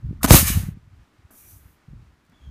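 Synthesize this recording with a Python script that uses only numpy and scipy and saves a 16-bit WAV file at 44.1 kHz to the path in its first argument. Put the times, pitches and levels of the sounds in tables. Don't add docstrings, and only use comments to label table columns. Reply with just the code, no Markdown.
import sys
import numpy as np
from scipy import signal
from scipy.fft import rfft, irfft
from scipy.io import wavfile

SR = 44100
rng = np.random.default_rng(int(sys.argv[2]) if len(sys.argv) > 2 else 0)


def materialize(psi):
    bounded = np.clip(np.atleast_2d(psi).T, -1, 1)
    quanta = np.round(bounded * 32767).astype(np.int16)
    wavfile.write(sys.argv[1], SR, quanta)


N = 110250
T = np.arange(N) / SR


def undb(db):
    return 10 ** (np.asarray(db) / 20)


def envelope(rows):
    return undb(np.interp(T, *np.array(rows).T, left=-150, right=-150))


def shaped(gain):
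    hz = np.arange(N // 2 + 1) * SR / N + 1
    x = irfft(rfft(rng.standard_normal(N)) * gain(hz), N)
    return x / x.std()


def noise(spectrum):
    hz, db = np.array(spectrum).T
    return shaped(lambda f: undb(np.interp(np.log(f), np.log(hz), db)))


def flutter(hz):
    return shaped(lambda f: 1 / (1 + (f / hz) ** 4))


def bursts(rows, spectrum):
    gain = sum(undb(db) * (T >= start) * np.exp(-abs(T - start) / decay) for start, db, decay in rows)
    return noise(spectrum) * gain


def resonances(rows):
    out = 0
    for centre, spread, hz, width, db in rows:
        swell = undb(db) * np.exp(-.5 * ((T - centre) / spread) ** 2)
        out += swell * shaped(lambda f: 1 / (1 + (2 * (f - hz) / width) ** 2))
    return out


# frequency in Hz, relative level in dB.
GARDEN_SPECTRUM = [(60, -4.5), (150, -3), (300, -2.5), (480, -11.5), (750, -11), (1250, -9.5),
                   (2200, -14.5), (3200, -19.5), (6000, -25), (15000, -35.5)]

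def garden(level_db=-62.5, drift_db=1.0):
    return noise(GARDEN_SPECTRUM) * undb(level_db + drift_db * flutter(6.9))


# time in seconds, pitch in Hz, level in dB.
BIRD_CALL = [(2.322, 3335, -77), (2.351, 3400, -66), (2.369, 3440, -67), (2.402, 3344, -74),
             (2.418, 3290, -68), (2.452, 3290, -62), (2.465, 3240, -64.5), (2.485, 3257, -64.5),
             (2.5, 3260, -69.5)]

def bird(pitch_waver=.02, roughness_db=2.8, octave_db=-14):
    times, hz, db = np.array(BIRD_CALL).T
    pitch = np.interp(T, times, hz) * (1 + pitch_waver * flutter(299))
    phase = 2 * np.pi * np.cumsum(pitch) / SR
    gain = envelope(np.c_[times, db]) * undb(roughness_db * flutter(140))
    return gain * (np.sin(phase) + undb(octave_db) * np.sin(2 * phase))


# start in seconds, level in dB, decay in seconds.
KNOCKS = [(1.306, -56.5, 0.059), (2.322, -52, 0.019)]
TICKS = [(2.251, -67.5, .004), (2.264, -69.5, .005), (2.297, -63, .003), (2.32, -70, .003)]
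# frequency in Hz, relative level in dB.
KNOCK_SPECTRUM = [(120, -6), (280, -6.5), (600, -17), (1500, -17), (4000, -39), (10000, -54)]
TICK_SPECTRUM = [(1500, -4), (6000, -2.5), (15000, -9)]

def taps():
    return bursts(KNOCKS, KNOCK_SPECTRUM) + bursts(TICKS, TICK_SPECTRUM)


# time in seconds, level in dB.
WIND_LEVEL = [(0, -43), (.06, -26), (.13, -40.5), (.21, -36.5), (.27, -32), (.33, -26), (.39, -25.5),
              (.52, -25), (.6, -28), (.67, -31.5), (.73, -35), (.81, -52.5), (1.03, -49), (1.07, -72),
              (1.39, -67), (1.45, -55.5), (1.65, -54), (1.85, -74), (1.91, -39), (2.05, -50), (2.22, -72),
              (2.42, -57), (2.5, -37)]
# frequency in Hz, relative level in dB.
WIND_SPECTRUM = [(20, -19.5), (45, -2.5), (70, 4), (120, -2.5), (200, -14), (320, -27), (600, -50.5),
                 (2000, -77.5)]
# centre in seconds, peak before the low cut in dB, frequency in Hz.
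BUFFETS = [(0.06, -42, 75), (.092, -24, 106), (.111, -18.5, 159), (.129, -28.5, 260), (0.158, -26, 70),
           (.43, -11, 173), (0.5035, -15, 190), (0.563, -9, 76), (0.5741, -9, 137), (.605, -14.5, 89),
           (0.6357, -20, 145), (.688, -16, 143), (0.7728, -32, 170.1), (.877, -41, 110),
           (1.194, -43.5, 100), (1.252, -39, 80), (1.535, -38, 84.4), (1.567, -37.5, 83.8),
           (1.659, -36.5, 82.6), (1.886, -34, 133), (1.935, -31.5, 160), (1.996, -37, 112),
           (2.029, -40, 129.4), (2.296, -48, 150)]

def wind(decay_cycles=.44, rounding_cycles=.08, low_cut_hz=43.3):
    rumble = noise(WIND_SPECTRUM) * envelope(WIND_LEVEL)
    eddies = 0
    for centre, db, hz in BUFFETS:
        cycles = (T - centre) * hz
        from_peak = np.hypot(cycles, rounding_cycles) - rounding_cycles
        eddies += undb(db) * np.cos(2 * np.pi * cycles) * np.exp(-from_peak / decay_cycles)
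    low_cut = signal.butter(2, low_cut_hz, "highpass", fs=SR, output="sos")
    return rumble + signal.sosfilt(low_cut, eddies)


# time in seconds, level in dB.
HISS_LEVEL = [(1.304, -86), (1.309, -54.5), (1.335, -55), (1.38, -48.5), (1.45, -51.5), (1.51, -49),
              (1.56, -52.5), (1.63, -63), (1.73, -65.5), (1.79, -82)]
# frequency in Hz, relative level in dB.
HISS_SPECTRUM = [(1000, -15), (2400, -19), (3400, -16), (4800, -15), (5600, -9.5), (6400, -5.5), (7600, -6),
                 (10000, -1.5), (12500, 2.5), (15000, -2)]
# centre and spread in seconds, frequency and bandwidth in Hz, level in dB.
WHISTLES = [(1.45, .042, 2370, 310, -67.5), (1.52, 0.041, 4820, 300, -76), (1.5, .05, 6150, 350, -69),
            (1.49, 0.063, 5800, 190, -69.5)]

def late_hiss():
    return noise(HISS_SPECTRUM) * envelope(HISS_LEVEL) + resonances(WHISTLES)


# frequency in Hz, level relative to the jolt in dB, decay in seconds.
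BOTTLE_MODES = [(269.6, 0.5, 0.009), (660, -6, .007), (1027, -15, .005), (1237, -4.5, 0.0055),
                (1491, -6.5, .007), (2660, -16.5, .005)]
# start in seconds, level in dB.
JOLTS = [(0.244, -10), (1.3056, -51), (1.3406, -53.5)]

def bottle_ring():
    out = 0
    for start, db in JOLTS:
        age = np.maximum(T - start, 0)
        for hz, mode_db, decay in BOTTLE_MODES:
            out += undb(db + mode_db) * np.sin(2 * np.pi * hz * age) * np.exp(-age / decay)
    return out


# start in seconds, level in dB, decay in seconds.
CRACKS = [(.2312, -23.5, 0.0055), (.2432, -17.5, 0.0023), (.2448, -24, 0.0017), (.2475, -15.5, .002),
          (.2512, -15, .002), (.261, -21.5, .0015), (.3075, 8.5, 0.0019), (.3148, -7, 0.0028),
          (.344, -4.5, 0.0019)]
# frequency in Hz, relative level in dB.
CRACK_SPECTRUM = [(150, -6), (700, 2.5), (1500, -1), (3000, -11), (7000, -7.5), (15000, -14)]

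def wall_cracks():
    return bursts(CRACKS, CRACK_SPECTRUM)


# start in seconds, level in dB, first pitch in Hz, decay in seconds.
THUMPS = [(.2432, -8.5, 1090, 0.00059), (0.2469, -7.5, 520, .0075), (.3073, 13, 2006, .0009),
          (0.3084, 12.5, 277.8, 0.0083), (0.3345, 2, 200, 0.0041), (0.3441, 5.5, 410.5, 0.008),
          (0.3441, 3.5, 1297, .0012), (.3398, 0, 1100, .0009)]

def air_thumps(rise_fraction=.14):
    out = 0
    for start, db, hz, decay in THUMPS:
        age = np.maximum(T - start, 0)
        cycles = np.log1p(hz * age)
        rise = 1 - np.exp(-age / (rise_fraction * decay))
        out -= undb(db) * np.sin(2 * np.pi * cycles) * rise * np.exp(-age / decay)
    return out


def off_rail(direct, delay_s=.00077, echo_db=-18.5):
    return direct + undb(echo_db) * np.interp(T - delay_s, T, direct)


# time in seconds, level in dB.
LEAK_LEVEL = [(.208, -96.5), (.215, -58), (.229, -47), (.232, -17), (.239, -25), (.247, -17.5), (.256, -29),
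              (.263, -27), (.267, -50)]
JET_LEVEL = [(.267, -45.5), (.281, -27.5), (.305, -18.5), (.328, -8.5), (.365, -10), (.40, -15.5),
             (.428, -22.5), (.455, -26.5), (.483, -19), (.53, -28.5), (.61, -38.5), (.69, -54.5),
             (.74, -71.5)]
ROAR_LEVEL = [(.228, -55.5), (.25, -32), (.267, -38.5), (.28, -25), (.305, -25), (.34, -17), (.37, -21.5),
              (.42, -38), (.47, -46.5), (.6, -42.5)]
# frequency in Hz, relative level in dB.
JET_SPECTRUM = [(290, -43.5), (500, -13.5), (674, -10.5), (949, -14), (1050, -4.5), (1240, -4),
                (1650, -8.5), (1770, -3.5), (2390, -5.5), (3050, -5.5), (3450, -8), (3900, -5),
                (5380, -6.5), (6500, -2.5), (7200, -5), (9120, -1.5), (13400, -1.5), (15000, -4)]
ROAR_SPECTRUM = [(100, -2.5), (280, 1.5), (480, -8.5), (750, -6), (1300, -10), (3000, -17), (8000, -34)]
# centre and spread in seconds, frequency and bandwidth in Hz, level in dB.
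BOTTLE_BANDS = [(0.2162, 0.0046, 1300, 360, -45), (.337, .017, 310, 90, -19.5), (.35, 0.025, 553, 50, -30),
                (.35, 0.028, 2600, 500, -28.5), (.33, .03, 6300, 350, -26.5),
                (.39, 0.045, 9270, 400, -29.5), (.37, .045, 13100, 490, -26.5),
                (.49, 0.035, 1765, 170, -37.5), (.49, .035, 2350, 250, -38.5), (.51, 0.044, 2910, 130, -42),
                (.48, .05, 6600, 900, -39), (.49, .05, 11800, 300, -38), (.63, 0.05497, 1600, 2480, -51)]

def gas_jet(flutter_db=1, flutter_hz=250):
    rush = noise(JET_SPECTRUM) * (envelope(LEAK_LEVEL) + envelope(JET_LEVEL))
    roar = noise(ROAR_SPECTRUM) * envelope(ROAR_LEVEL) * undb(flutter_db * flutter(flutter_hz))
    return off_rail(rush) + roar + resonances(BOTTLE_BANDS)


def scene():
    bottle = wall_cracks() + bottle_ring() + air_thumps() + gas_jet()
    return (bottle + late_hiss() + garden() + taps() + wind() + bird())[None]


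def record(dry):
    top_hz = 15250
    low_pass = signal.ellip(10, .2, 70, top_hz, fs=SR, output="sos")
    return signal.sosfilt(low_pass, np.clip(dry, -1, 1))


dry = scene()
out = record(dry)
materialize(out)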